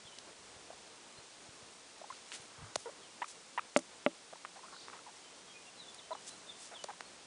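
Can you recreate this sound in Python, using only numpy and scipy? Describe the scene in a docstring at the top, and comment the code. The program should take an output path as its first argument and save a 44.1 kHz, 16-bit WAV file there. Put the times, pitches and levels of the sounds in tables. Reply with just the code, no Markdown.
"""On a quiet lawn, guinea pigs graze around a small hand-held camera down in the grass.
Blades fracture with a snap, tick between small teeth and swish as fur brushes past. The camera's
plastic case creaks in the grip by stick-slip friction, and two knocks excite its normal modes.
Songbirds whistle further off, over faint outdoor air and the hiss of the microphone;
the treble flickers, and a faint hum enters about halfway."""
import sys
import numpy as np
from scipy import signal
from scipy.fft import rfft, irfft
from scipy.io import wavfile

SR = 44100
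rng = np.random.default_rng(int(sys.argv[2]) if len(sys.argv) > 2 else 0)


def dump(signal):
    """Clip the signal to [-1, 1] and save it as 16-bit WAV at the path in sys.argv[1]."""
    limited = np.clip(np.atleast_2d(signal).T, -1, 1)
    pcm = np.round(limited * 32767).astype(np.int16)
    wavfile.write(sys.argv[1], SR, pcm)


N = 320166

# spectrum of outdoor air and microphone hiss: f/Hz, relative spectral level/dB
AIR_SPECTRUM = [(18, -41), (30, -15), (85, -11.5), (237, -3.5), (435, -1), (479, -0.5), (568, -2.5),
                (970, -3), (1700, -7), (2760, -7), (3040, -7.5), (3270, -6.5), (5450, -7.5), (8640, -10),
                (10000, -13.5), (13000, -61), (22000, -120)]
# fingers sliding on the case: t/s, duration/s, centre f/Hz, quality factor Q, level/dB
FINGER_RUBS = [(0, 1, 79.5, 0.77, -76), (2.48, 0.29, 1200, 1.4, -58.5), (2.57, .14, 108, 1.5, -54)]
# a bird's falling slurs: t/s, fall time/s, top f/Hz, bottom f/Hz, level/dB, held note/dB re the fall
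BIRD_SLURS = [(0.044, 0.061, 3480, 3000, -60.5, -2), (3.003, 0.066, 3550, 2810, -65, -8),
              (5.765, .085, 4140, 3480, -56.5, -3), (5.978, 0.025, 4200, 3090, -55.5, -12),
              (6.119, 0.027, 4200, 2950, -54.5, -14), (6.463, .072, 3760, 3160, -53, -22),
              (6.737, 0.046, 3760, 3010, -54.5, -4)]
# whistled notes of level pitch: t/s, f/Hz, level/dB
BIRD_NOTES = [(1.15, 4160, -64), (5.235, 3060, -63.5), (5.474, 3250, -63), (5.535, 2462, -60.5),
              (5.642, 2767, -62.5), (6.284, 4040, -62.5), (7.035, 4280, -65)]
# soft impacts of the hand on the camera: t/s, level/dB
HAND_THUMPS = [(.048, -45), (.561, -44.5), (1.182, -43.5), (1.487, -42), (1.625, -45.5), (2.396, -45.5),
               (2.623, -33.5), (2.766, -40)]
# grass blades breaking in two stages, and two-stage clicks just after the first knock at 3.76 s: t/s, level/dB,
# centre f/Hz, delay of the second break/s
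BLADE_SNAPS = [(.186, -39, 4700, .002), (2.319, -35, 2080, 0.0059), (2.7571, -24.5, 5300, 0.0032),
               (3.7687, -23.5, 6800, 0.0041), (3.7906, -36.5, 7000, .0027), (5.945, -43.5, 8500, 0.0016),
               (6.84, -33, 5040, 0.0029), (7.0072, -41.5, 3500, 0.0017)]
# stick-slip creaks: t/s, duration/s, slip rate f/Hz, level/dB, step per harmonic/dB, roughness (0-1),
# delay of the closing slip/s, closing slip/dB re the main run
CASE_CREAKS = [(0.702, 0.011, 620, -47.5, -16, 0.65, 0.028, -3.5),
               (2.015, .0065, 640, -45.5, -20, 0.2, 0.026, -1.5),
               (2.102, 0.011, 1045, -42.5, -15, .06, .023, -6.5),
               (2.857, 0.029, 467, -42.5, -7, 0.2, 0.033, -3.5),
               (3.218, .0155, 944, -35.3, -6.5, 0.3, .0245, -5),
               (3.5764, 0.012, 980, -32, -6.5, 0.27, .016, -.5),
               (4.327, .011, 743, -46.5, -10, 0.6, 0.029, -6), (4.558, .022, 760, -53, -10, .42, 0.032, 0),
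               (4.632, 0.034, 1074, -53.5, -22, 0.37, 0.051, 1.5),
               (4.723, 0.03, 1140, -53, -19, 0.56, .041, 1), (4.927, .05, 1052, -54, -6, 0.6, .063, 3),
               (5.064, 0.034, 904, -53.5, -13, .35, .029, -12),
               (6.107, .025, 657, -42, -11.5, 0.17, .044, -5),
               (6.114, .02, 990, -40.5, -29, 0.09, .036, -4),
               (6.713, .034, 752, -51.5, -4.5, 0.55, 0.049, -3),
               (6.885, .03, 820, -45, -12, 0.68, 0.049, -8)]
# grass and fur brushing past: peak t/s, duration/s, level/dB, centre f/Hz
GRASS_SWISHES = [(2.149, 0.18, -59, 3750), (2.344, .05, -49.5, 2190), (2.351, 0.071, -48, 6760),
                 (2.807, 0.075, -54.5, 7000), (3.299, .062, -50.5, 6900), (6.284, 0.045, -46, 7000),
                 (6.637, 0.14, -52.5, 6760)]
# light taps of a loose plastic part: t/s, level/dB, f/Hz, T60/s
PLASTIC_TAPS = [(2.759, -21, 630, 0.012), (4.4496, -28.5, 1150, 0.0085), (4.4545, -31.5, 1340, 0.0036),
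                (4.8832, -33.5, 1110, 0.0067), (4.8993, -38, 1280, 0.0077), (6.8429, -31, 584, 0.019),
                (7.0076, -26, 1130, 0.0027)]
# blows on the case: t/s, level/dB
CASE_KNOCKS = [(3.7632, -18), (3.7903, -43), (4.0636, -20.5)]
# normal modes of the case: f/Hz, relative level/dB, T60/s
CASE_MODES = [(183, -31, 0.25), (263, -2, 0.055), (328, -14.5, 0.11), (439, -7, 0.039), (580, 2, 0.047),
              (810, -17, 0.055), (1155, -10, 0.033), (1335, -10.5, 0.029), (2000, -1.5, 0.0086),
              (2640, -14, 0.019)]


def undb(db):
    """Amplitude ratio for a level in decibels."""
    return 10 ** (np.asarray(db) / 20)


def unit(x):
    """Normalisation to an rms of 1."""
    return x / np.sqrt(np.mean(x ** 2) + 1e-20)


def clock(length):
    """Uniform sample times of a short sound."""
    return np.arange(max(int(length * SR), 8)) / SR


def add(track, start, sound):
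    """Superposition of a sound on the track from its start time."""
    i = max(int(start * SR), 0)
    part = sound[:max(N - i, 0)]
    track[i:i + len(part)] += part


def lowpass(x, hz, order=2):
    """Butterworth attenuation above the cutoff."""
    return signal.sosfilt(signal.butter(order, hz, fs=SR, output="sos"), x)


def highpass(x, hz, order=2):
    """Butterworth attenuation below the cutoff."""
    return signal.sosfilt(signal.butter(order, hz, "high", fs=SR, output="sos"), x)


def band(x, hz, q):
    """Second-order resonance with unit gain at its centre."""
    return signal.lfilter(*signal.iirpeak(hz, q, fs=SR), x)


def walk(rate, size):
    """Random modulation: linear interpolation between Gaussian values, rate of them a second."""
    steps = np.arange(size) * rate / SR
    knots = rng.standard_normal(int(steps[-1]) + 2)
    return np.interp(steps, np.arange(len(knots)), knots)


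def decay(t, t60):
    """Exponential damping by 60 dB in t60 seconds."""
    return np.exp(-np.log(1000) * t / t60)


def ring(t, hz, t60):
    """Free vibration of a damped mode after an impulse."""
    return np.cos(2 * np.pi * hz * t) * decay(t, t60)


def air(db=-56, swell_db=0.7, flicker_db=1.5, split_hz=1500):
    """Broadband noise: the low band of distant air fluctuates under stationary microphone hiss."""
    hz, spectrum_db = np.transpose(AIR_SPECTRUM)
    freqs = np.maximum(np.arange(N // 2 + 1) * SR / N, 1)
    colour = undb(np.interp(np.log(freqs), np.log(hz), spectrum_db))
    noise = unit(irfft(rfft(rng.standard_normal(N)) * colour, N))
    outdoors = irfft(rfft(noise) / (1 + (freqs / split_hz) ** 2), N)
    hiss = noise - outdoors
    swell = undb(swell_db * walk(1.77, N) + flicker_db * walk(14, N))
    return undb(db) * (hiss + outdoors * swell)


def treble_flicker(db=-70, hz=6000, flicker_db=9.5, flicker_hz=24):
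    """Amplitude-modulated noise: a faint, quickly flickering high hiss."""
    hiss = band(rng.standard_normal(N), hz, q=0.9)
    flicker = undb(flicker_db * np.tanh(walk(flicker_hz, N)))
    return undb(db) * unit(hiss * flicker)


def rubs():
    """Sliding friction: a finger on the case drives one broad resonance with a swell of noise."""
    out = np.zeros(N)
    for start, length, hz, q, db in FINGER_RUBS:
        t = clock(length)
        friction = unit(band(band(rng.standard_normal(len(t)), hz, q), hz, q))
        add(out, start, undb(db) * friction * np.sin(np.pi * t / length))
    return out


def whistle(length, first_hz, last_hz, waver=0.0099, flutter_db=4.2, bend_power=1.43):
    """Frequency and amplitude modulation: a fluttering tone bends ever faster toward its last pitch."""
    t = clock(length)
    glide_hz = first_hz + (last_hz - first_hz) * (t / length) ** bend_power
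    hz = glide_hz * (1 + waver * walk(390, len(t)))
    swell = np.sin(np.pi * t / length) * undb(flutter_db * walk(105, len(t)))
    return unit(swell * np.sin(2 * np.pi * np.cumsum(hz) / SR))


def birds(hold_s=0.07, note_s=0.063, echo_db=-8, echo_t60=0.59):
    """Reverberation: trees scatter a thin echo of falling slurs, level notes and one trill."""
    song = np.zeros(N)
    for start, fall, top_hz, bottom_hz, db, hold_db in BIRD_SLURS:
        add(song, start, undb(db) * whistle(fall, top_hz, bottom_hz, waver=0.023))
        add(song, start + fall, undb(db + hold_db) * whistle(hold_s, bottom_hz, bottom_hz))
    for start, hz, db in BIRD_NOTES:
        add(song, start, undb(db) * whistle(note_s, hz, hz))
    add(song, 4.712, trill())
    t = clock(0.5)
    trees = rng.standard_normal(len(t)) * decay(t, echo_t60)
    echo = signal.fftconvolve(song, trees / np.linalg.norm(trees))[:N]
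    return song + undb(echo_db) * echo


def thumps(hz=120, t60=0.032, rise_s=0.0019, soft_hz=230):
    """Heavy damping: the shifting hand sets off a low vibration that lasts only a few cycles."""
    out, t = np.zeros(N), clock(0.12)
    thump = ring(t, hz, t60) * (1 - np.exp(-t / rise_s))
    for start, db in HAND_THUMPS:
        add(out, start, undb(db) * thump)
    return lowpass(out, soft_hz)


def nibbling(db=-52, spread_db=-12, hz=4500, decay_s=0.0015, count=45):
    """Random impulses: small teeth crop the grass in faint ticks of uneven strength."""
    out, t = np.zeros(N), clock(0.01)
    for when, softness in rng.random((count, 2)):
        tick = unit(band(rng.standard_normal(len(t)), hz, q=1)) * np.exp(-t / decay_s)
        add(out, when * N / SR, undb(db + spread_db * softness) * tick)
    return out


def snaps(q=1.07, lead_s=0.0046, decay_s=0.00081, rise_ratio=0.56, second_db=-3):
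    """Fracture: a blade tears fibre by fibre up to its break, and the remainder parts just after; sharp clicks
    with the same two stages follow the first knock."""
    out, t = np.zeros(N), clock(0.025) - lead_s
    for start, db, hz, delay in BLADE_SNAPS:
        first, second = (np.exp(-np.maximum(age, -age / rise_ratio) / decay_s) for age in (t, t - delay))
        envelope = first + undb(second_db) * second
        tearing = rng.standard_normal(len(t)) * envelope
        fibres = band(band(tearing, hz, q), hz, q / 2)
        fibres *= np.linalg.norm(envelope) / np.linalg.norm(fibres)
        add(out, start - lead_s, undb(db) * fibres)
    return out


def slip_run(length, hz, step_db, rough, jitter=0.4, flutter=0.9, edge_s=0.00029, ease_db=-4):
    """Relaxation oscillation: four harmonics, uneven with roughness, weaken as strain is released."""
    t = clock(length)
    slip_hz = hz * np.exp(jitter * rough * walk(hz, len(t)))
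    phase = 2 * np.pi * np.cumsum(slip_hz) / SR
    slips = sum(undb(step_db * k) * np.cos((k + 1) * (phase + np.pi / 2)) for k in range(4))
    edges = np.clip(np.minimum(t, (length - t) / 2) / edge_s, 0, 1)
    grip = edges * undb(ease_db * t / length)
    unevenness = np.exp(flutter * rough * walk(hz, len(t)))
    return -unit(slips * grip * unevenness)


def creaks(closing_ratio=1.255, closing_cycles=5.5, closing_step_db=-3, top_hz=3200, bass_hz=340):
    """Stick-slip friction: plastic slips in a short run, catches, then settles in a quicker, purer one."""
    out = np.zeros(N)
    for start, length, hz, db, step_db, rough, delay, closing_db in CASE_CREAKS:
        add(out, start, undb(db) * slip_run(length, hz, step_db, rough))
        quick_hz = closing_ratio * hz
        closing = slip_run(closing_cycles / quick_hz, quick_hz, step_db + closing_step_db, rough=0.17)
        add(out, start + delay, undb(db + closing_db) * closing)
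    return highpass(lowpass(out, top_hz, order=4), bass_hz)


def swishes(grain_db=3, rustle_ratio=5.5, rustle_db=-12):
    """Friction noise: brushed blades give a grainy swell, their neighbours a longer, fainter rustle."""
    out = np.zeros(N)
    for peak, length, db, hz in GRASS_SWISHES:
        for span, level_db in (length, db), (rustle_ratio * length, db + rustle_db):
            t = clock(span)
            grains = rng.standard_normal(len(t)) * undb(grain_db * walk(900, len(t)))
            swish = unit(band(grains, hz, q=1)) * np.sin(np.pi * t / span)
            add(out, peak - span / 2, undb(level_db) * swish)
    return out


def taps(upper_ratio=1.57, upper_db=-11):
    """Inharmonic vibration: a loose plastic part taps and rings briefly in two modes."""
    out, t = np.zeros(N), clock(0.12)
    for start, db, hz, t60 in PLASTIC_TAPS:
        upper = undb(upper_db) * ring(t, upper_ratio * hz, t60 / 2)
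        add(out, start, undb(db) * (ring(t, hz, t60) + upper))
    return out


def knocks(rattle_db=-20, rattle_t60=0.05, rattle_hz=900):
    """Impulse response: blunt blows excite the modes of the whole case and shake its loose parts."""
    out, t = np.zeros(N), clock(0.12)
    case = sum(undb(db) * ring(t, hz, t60) for hz, db, t60 in CASE_MODES)
    for start, db in CASE_KNOCKS:
        rattle = unit(lowpass(rng.standard_normal(len(t)), rattle_hz)) * decay(t, rattle_t60)
        add(out, start, undb(db) * (case + undb(rattle_db) * rattle))
    return out


def hum(hz=175, q=18, db=-73):
    """Narrow-band noise, heard as a faint wavering hum, enters about halfway."""
    fade = np.interp(np.arange(N) / SR, [4.1, 4.4, 5.4, 7.2], [0, 0.69, 0.62, 0.4])
    return undb(db) * fade * unit(band(band(rng.standard_normal(N), hz, q), hz, q))


def trill(length=0.18, sweep_rate=43, low_hz=3740, high_hz=5130, hoarseness=0.099, db=-59.5):
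    """Sawtooth frequency modulation: a bird sings a fast run of hoarse upward sweeps."""
    t = clock(length)
    sweep_hz = low_hz + (high_hz - low_hz) * (t * sweep_rate % 1)
    hz = sweep_hz * (1 + hoarseness * walk(900, len(t)))
    swell = np.sqrt(np.sin(np.pi * t / length))
    return undb(db) * unit(swell * np.sin(2 * np.pi * np.cumsum(hz) / SR))


def scene():
    """Superposition: the pressures of all sources add at one microphone."""
    impacts = highpass(lowpass(taps() + knocks(), hz=3200, order=6), hz=190)
    handling = rubs() + thumps() + creaks() + impacts
    high_hiss = treble_flicker()
    grazing = nibbling() + snaps() + swishes()
    return (air() + high_hiss + handling + birds() + grazing + hum())[None]


def record(dry):
    """Band limiting: the small camera loses the deep bass and cuts the top steeply."""
    bass_hz, top_hz = 28, 10050
    treble_cut = signal.ellip(12, 0.2, 70, top_hz, fs=SR, output="sos")
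    return signal.sosfilt(treble_cut, highpass(dry, bass_hz, order=1))


dry = scene()
out = record(dry)
dump(out)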